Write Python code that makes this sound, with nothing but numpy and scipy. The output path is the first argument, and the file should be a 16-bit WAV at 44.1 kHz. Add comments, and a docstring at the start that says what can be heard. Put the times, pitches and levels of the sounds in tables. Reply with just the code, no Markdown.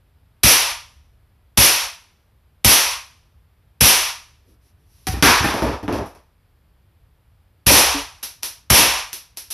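"""A gas toy pistol fires six shots at a target on cardboard boxes in a small bare room.
Each shot is a faint lead-in, a gas burst and a slide clack, and excites the room's modes.
The target slides and topples; it and a small carton rattle, ring and thud on the wooden floor.
Spent pellets tick on the boards. The recorder compresses hard, so each shot stays flat at first
while the room dies away; low hum and hiss lie underneath."""
import sys
import numpy as np
from scipy import signal
from scipy.io import wavfile
from scipy.ndimage import uniform_filter1d

SR = 44100
rng = np.random.default_rng(int(sys.argv[2]) if len(sys.argv) > 2 else 0)


def log_audio(samples):
    """Write samples as a 16-bit WAV file to the path given in sys.argv[1]."""
    # one column per channel
    frames = np.atleast_2d(samples).T
    # limit to full scale, then quantise
    limited = np.clip(frames, -1, 1)
    pcm = np.round(limited * 32767).astype(np.int16)
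    wavfile.write(sys.argv[1], SR, pcm)


N = 420273

# shots: (time [s], level [dB], treble [dB], thump delay [s])
SHOTS = [(0.434, 21.5, -2, .0096), (1.574, 20, -1.5, .0096), (2.6457, 21.5, -1.5, 0.01),
         (3.8081, 20.5, -1, .0115), (7.666, 27, -1.5, 0.0033), (8.7014, 25, -5, 0.0093)]
# target lands and rocks: (time [s], rattle [dB], treble [dB], board thud [dB], ring [dB])
TARGET_BLOWS = [(5.069, -18, 28, -25, -18.5), (5.09, -33, 2.5, -4.5, -28.5), (5.139, -22.5, 2.5, -13, -30),
                (5.225, 30.5, 16, 16, 11.5), (5.405, -15, 0, -2, -26), (5.442, 3, 10, -9.5, -5)]
# carton tumbles, later pellets jolt the boxes: columns as TARGET_BLOWS
CARTON_BLOWS = [(5.54, -14, 14, -23, -34), (5.621, -6.5, 11, -2, -2), (5.685, -22.5, -5, -12, -8.5),
                (5.829, -35.5, 11.5, -24, -20), (5.88, -14, -1, -14, -15), (5.926, -17, 11.5, -13, -13),
                (5.99, -23, -45, -19, -23), (6.06, -48.5, 29.5, -42, -52), (6.15, -48, 19, -56, -55),
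                (7.703, 18.5, 4, 15.5, 13.5), (7.792, 0.5, 24, -36, -4), (7.944, -36, -4, -40, -10),
                (8.789, -6, 4, -2, 2), (8.831, -12, -10.5, -11, -15)]
# pellet tick and bright part of the target's slide: (frequency [Hz], density [dB])
TICK_SPECTRUM = [(100, -20), (300, -5.5), (600, -9.5), (1100, -8.5), (2300, -5.5), (4500, -2.5),
                 (8000, -6.5), (14000, -9)]
EDGES_HZ = 20 * 2 ** np.arange(0, 9.8, .5)
CENTRES_HZ = np.sqrt(EDGES_HZ[:-1] * EDGES_HZ[1:])


def from_db(db):
    """Decibels to gain."""
    return 10 ** (np.asarray(db) / 20)


def per_band(table):
    """Interpolate a table over log frequency at the band centres."""
    hz, values = np.array(table).T
    return np.interp(np.log(CENTRES_HZ), np.log(hz), values)


def add(out, sound, start_s):
    """Mix a sound in at start_s."""
    i = round(start_s * SR)
    out[:, i:i + sound.shape[1]] += sound[:, :N - i]


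def noise_bands():
    """Half-octave noise, neighbours uncorrelated: (band, mid/side, sample)."""
    settle = 2000
    white = rng.standard_normal((2, 2, N + settle))
    filters = [signal.butter(2, hz, "band", fs=SR, output="sos") for hz in zip(EDGES_HZ, EDGES_HZ[1:])]
    return np.array([signal.sosfilt(sos, white[k % 2])[:, settle:] for k, sos in enumerate(filters)])


def mix_bands(bands, levels_db):
    """Weighted sum of bands at unit power."""
    x = np.einsum("bcn,b->cn", bands, from_db(levels_db))
    return x / np.sqrt(np.mean(x ** 2) + 1e-20)


def burst(decay_s, clicks_per_s, size=4000):
    """A first blow, then fading random clicks."""
    clicks = rng.standard_normal(size) * (rng.random(size) < clicks_per_s / SR)
    clicks[0] = 0.7
    return clicks * np.exp(-np.arange(size) / SR / decay_s)


def decay(power, t60_s):
    """Stored energy falls 60 dB in t60_s."""
    return signal.lfilter([1], [1, -from_db(-2 * 60 / (t60_s * SR))], power)


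def room_hit(noise, spectrum, level_db, treble_db, contact, direct_db, bass_db=0, hollow_db=0,
             tail=SR // 3):
    """Contact energy arrives directly, then fills the room and dies band by band."""
    # reverberation: (frequency [Hz], T60 [s])
    room_t60 = [(40, 0.57), (120, 0.14), (250, 0.19), (500, 0.27), (1000, 0.37), (1600, 0.34), (3000, 0.34),
                (6000, .32), (12000, 0.26)]
    bass_hz, hollow_hz, treble_hz = 257.2, 574, 3740
    build_up_s, late_db, late_stretch = .0018, -32.5, 1.846
    shelves_db = bass_db / (1 + (CENTRES_HZ / bass_hz) ** 2)
    shelves_db += treble_db / (1 + (treble_hz / CENTRES_HZ) ** 2)
    cavity_db = hollow_db * np.exp(-np.log2(CENTRES_HZ / hollow_hz) ** 2)
    base_db = per_band(spectrum)
    base_rms = np.sqrt(np.sum(from_db(base_db) ** 2 * np.diff(EDGES_HZ)) / (SR / 2))
    gains = from_db(level_db + base_db + shelves_db + cavity_db) / base_rms
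    power = np.pad(contact ** 2 / np.sum(contact ** 2), (0, tail)) + 1e-30
    direct = from_db(2 * direct_db) * decay(power, t60_s=.0035)
    echoes = decay(power, np.log(1e6) * build_up_s) / (build_up_s * SR)
    envelopes = []
    for hz, gain, t60_s in zip(CENTRES_HZ, gains, per_band(room_t60)):
        late = from_db(2 * late_db) * decay(echoes, late_stretch * t60_s)   # far corners
        envelope = gain * np.sqrt(direct + decay(echoes, t60_s) + late)
        rise = min(5.1 * hz / SR, .25)   # low bands start more slowly
        envelopes.append(signal.lfilter([rise], [1, rise - 1], envelope))
    start = rng.integers(noise.shape[2] - len(power))
    return np.einsum("bcn,bn->cn", noise[..., start:start + len(power)], np.array(envelopes))


def mode(hz, level_db, t60_s, swell_s):
    """A damped mode beating with a close, weaker neighbour; mid only."""
    t = np.arange(round(1.5 * t60_s * SR)) / SR
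    envelope = from_db(level_db - 60 * t / t60_s) * (1 - np.exp(-t / swell_s))
    twin = from_db(-8.5) * np.sin(2 * np.pi * hz * rng.normal(1, .015) * t)
    return envelope * (np.sin(2 * np.pi * hz * t) + twin) * [[1], [0]]


def pistol(out, noise):
    """A faint lead-in softens the onset, gas escapes in a dense burst, the slide clacks home."""
    # lead-in, gas, slide: (time after firing [s], level [dB], decay [s])
    cycle = [(-.003, -30.5, .003), (0, 1, 0.005), (0.046, 0, 0.0034)]
    # shot: (frequency [Hz], density [dB])
    spectrum = [(25, -33), (60, -18), (120, -4), (250, -2), (500, -5.5), (1000, -8), (1600, -6), (2500, -2),
                (4000, -4), (8000, -5.5), (14000, -9.5)]
    lead_in_s = cycle[0][0]
    for time_s, level_db, treble_db, _ in SHOTS:
        contact = 0
        for lag_s, db, decay_s in cycle:
            clicks = from_db(db) * burst(decay_s, clicks_per_s=29000)
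            contact += np.roll(clicks, round((lag_s - lead_in_s) * SR))
        shot = room_hit(noise, spectrum, level_db, treble_db, contact, direct_db=7.5, tail=2 * SR // 3)
        add(out, shot, time_s + lead_in_s)


def room_modes(out):
    """Each gas burst thumps the lowest room modes and sets higher ones ringing."""
    # low and high modes: (frequency [Hz], relative level [dB], T60 [s])
    thump_modes = [(64.25, -8.5, .13), (104, 1, 0.065), (144, -1, 0.048), (200, -5.5, 0.055)]
    ring_modes = [(569, -22.5, .33), (757, -22, 0.34), (936, -24.5, 0.39), (1052, -23, .4), (1193, -23, .4),
                  (2390, -18.5, 0.3)]
    push_db = 2
    for time_s, level_db, _, lag_s in SHOTS:
        for hz, db, t60_s in thump_modes:
            add(out, mode(hz, level_db + push_db + db, t60_s, swell_s=.004), time_s + lag_s)
        for hz, db, t60_s in ring_modes:
            hz *= rng.normal(1, .01)
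            db += rng.normal(0, 2.4)
            add(out, mode(hz, level_db + db, t60_s, swell_s=.02), time_s)


def target_slide(out, noise):
    """The toppling target slides in short, faint swells."""
    # swells: (time [s], length [s], dull level [dB], bright level [dB])
    slides = [(4.444, .13, -59, -70), (4.6, .14, -75.5, -69), (4.764, .12, -71, -78),
              (4.848, 0.32, -83.5, -64)]
    dull_bands = (CENTRES_HZ > 150) & (CENTRES_HZ < 450)
    for time_s, length_s, dull_db, bright_db in slides:
        start, size = round(time_s * SR), round(length_s * SR)
        bands = noise[..., start:start + size]
        dull = from_db(dull_db) * mix_bands(bands[dull_bands], np.zeros(dull_bands.sum()))
        bright = from_db(bright_db) * mix_bands(bands, per_band(TICK_SPECTRUM))
        swell = np.sin(np.pi * np.arange(size) / size)
        add(out, swell * (dull + bright), time_s)


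def cardboard_rattle(out, noise):
    """Struck cardboard rattles, deeper on heavy landings; the carton is hollow, the target flat."""
    # rattle: (frequency [Hz], density [dB])
    spectrum = [(25, -12.5), (60, 3.5), (150, 13), (300, 13), (600, 4.5), (1100, -0.5), (1900, -6.5),
                (2800, -14), (4000, -18), (8000, -31.5), (14000, -37)]
    for blows, hollow_db in ((TARGET_BLOWS, -8.5), (CARTON_BLOWS, 4.5)):
        for time_s, level_db, treble_db, thud_db, _ in blows:
            contact = burst(decay_s=.0035, clicks_per_s=480)
            rattle = room_hit(noise, spectrum, level_db, treble_db, contact, direct_db=11,
                              bass_db=.7 * (thud_db - level_db), hollow_db=hollow_db, tail=SR // 2)
            add(out, rattle, time_s)


def knocks(out):
    """Each blow thuds in the floorboards and rings the struck body."""
    # modes of each body: (frequency [Hz], relative level [dB], T60 [s])
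    target = [(773, 2.5, 0.16), (1120, -7.5, .1), (1830, 2.5, .08), (2480, 0.5, .03)]
    carton = [(216, -15, 0.06), (291.7, -4, 0.15), (428, -17, 0.22), (644, -12, 0.091)]
    boards = [(66, -6.5, 0.22), (83.6, 0, 0.12), (101.9, -3.5, 0.16), (146, -6, 0.084)]
    for blows, body in ((TARGET_BLOWS, target), (CARTON_BLOWS, carton)):
        for time_s, _, _, thud_db, ring_db in blows:
            for modes, level_db, swell_s in ((boards, thud_db, .016), (body, ring_db, .0084)):
                for hz, db, t60_s in modes:
                    hz *= rng.normal(1, .032)
                    db += rng.normal(0, 2.5)
                    add(out, mode(hz, level_db + db, t60_s, swell_s), time_s)


def pellets(out, noise):
    """Each bounce is a hard tick; the boards carry a duller forerunner."""
    # bounces: (time [s], level [dB], treble [dB], direct sound [dB])
    bounces = [(8.228, -30, 1.5, 0), (8.432, -26.5, 1.5, 16.5), (9.1302, -33, 2, 14), (9.372, -37, 4, 14.5),
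               (9.503, -35.5, 2.5, 4), (9.5095, -38, 9, 12)]
    sharpest_db = max(row[-1] for row in bounces)
    lead_s = .0065
    for time_s, level_db, treble_db, direct_db in bounces:
        contact = burst(decay_s=.0015, clicks_per_s=3000)
        add(out, room_hit(noise, TICK_SPECTRUM, level_db, treble_db, contact, direct_db), time_s)
        lead_db = level_db - 5 + 2 * (direct_db - sharpest_db)
        contact = burst(decay_s=.003, clicks_per_s=3000)
        lead = room_hit(noise, TICK_SPECTRUM, lead_db, treble_db=-8, contact=contact, direct_db=3)
        add(out, lead, time_s - lead_s)


def left_right(mid_side):
    """Mid/side to stereo; side is kept only in the treble."""
    mid, side = mid_side
    side = from_db(-4.5) * signal.sosfilt(signal.butter(8, 6600, "high", fs=SR, output="sos"), side)
    return np.array([mid + side, mid - side])


def microphone(x):
    """Rumble cut, then broad room bumps near 1 and 2.5 kHz and the peaks and dip of the sound port."""
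    # room bumps (first two), port and housing: (frequency [Hz], width [Hz], gain [dB])
    resonances = [(940, 150, 4), (2540, 350, 3), (5720, 1300, 9), (7250, 2100, -7.5), (11180, 1700, 13)]
    x = signal.sosfilt(signal.butter(2, 30, "high", fs=SR, output="sos"), x)
    for hz, width_hz, db in resonances:
        a, w, cos = from_db(db / 2), np.tan(np.pi * width_hz / SR), np.cos(2 * np.pi * hz / SR)
        x = signal.lfilter([1 + w * a, -2 * cos, 1 - w * a], [1 + w / a, -2 * cos, 1 - w / a], x)
    return x


def recorder_noise():
    """Wavering low hum and steady hiss."""
    # noise floor: (frequency [Hz], density [dB])
    spectrum = [(25, -23.5), (50, -9.5), (80, -5), (110, -16), (160, -21.5), (300, -27.5), (1200, -33),
                (4000, -41), (7500, -56), (13000, -42)]
    hum_db, hiss_db, waver_db, waver_per_s = -57, -67.5, 1.5, .99
    bands, levels_db, low = noise_bands(), per_band(spectrum), CENTRES_HZ < 160
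    hum = mix_bands(bands[low], levels_db[low])
    hiss = mix_bands(bands[~low], levels_db[~low])
    waver = np.interp(np.arange(N) / SR * waver_per_s, np.arange(64), rng.standard_normal(64))
    return left_right(from_db(hum_db + waver_db * waver) * hum + from_db(hiss_db) * hiss)


def scene():
    """All sources, mixed as mid/side, returned as stereo."""
    noise = noise_bands()
    mix = 1e-7 * noise.sum(axis=0)   # never quite silent
    pistol(mix, noise)
    room_modes(mix)
    target_slide(mix, noise)
    cardboard_rattle(mix, noise)
    knocks(mix)
    pellets(mix, noise)
    return left_right(mix)


def record(dry):
    """Microphone, compressor with ceiling, noise floor, clipping, low-pass."""
    knee_db, ratio, ceiling_db = -24.5, 2.43, -9
    attack_s, release_db_per_s, cutoff_hz = .006, 307.5, 14650
    x = microphone(dry)
    power = uniform_filter1d(np.mean(x ** 2, axis=0), size=round(attack_s * SR) + 1)
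    release_db = release_db_per_s * np.arange(N) / SR
    level_db = np.maximum.accumulate(10 * np.log10(np.abs(power) + 1e-12) + release_db) - release_db
    compressed_db = np.minimum(level_db, knee_db + (level_db - knee_db) / ratio)
    gain_db = uniform_filter1d(np.minimum(compressed_db, ceiling_db) - level_db, size=65)
    clipped = np.clip(x * from_db(gain_db) + recorder_noise(), -.95, .95)
    lowpass = signal.cheby2(18, 50, cutoff_hz, fs=SR, output="sos")
    return np.clip(signal.sosfilt(lowpass, clipped), -1, 1)


dry = scene()
out = record(dry)
log_audio(out)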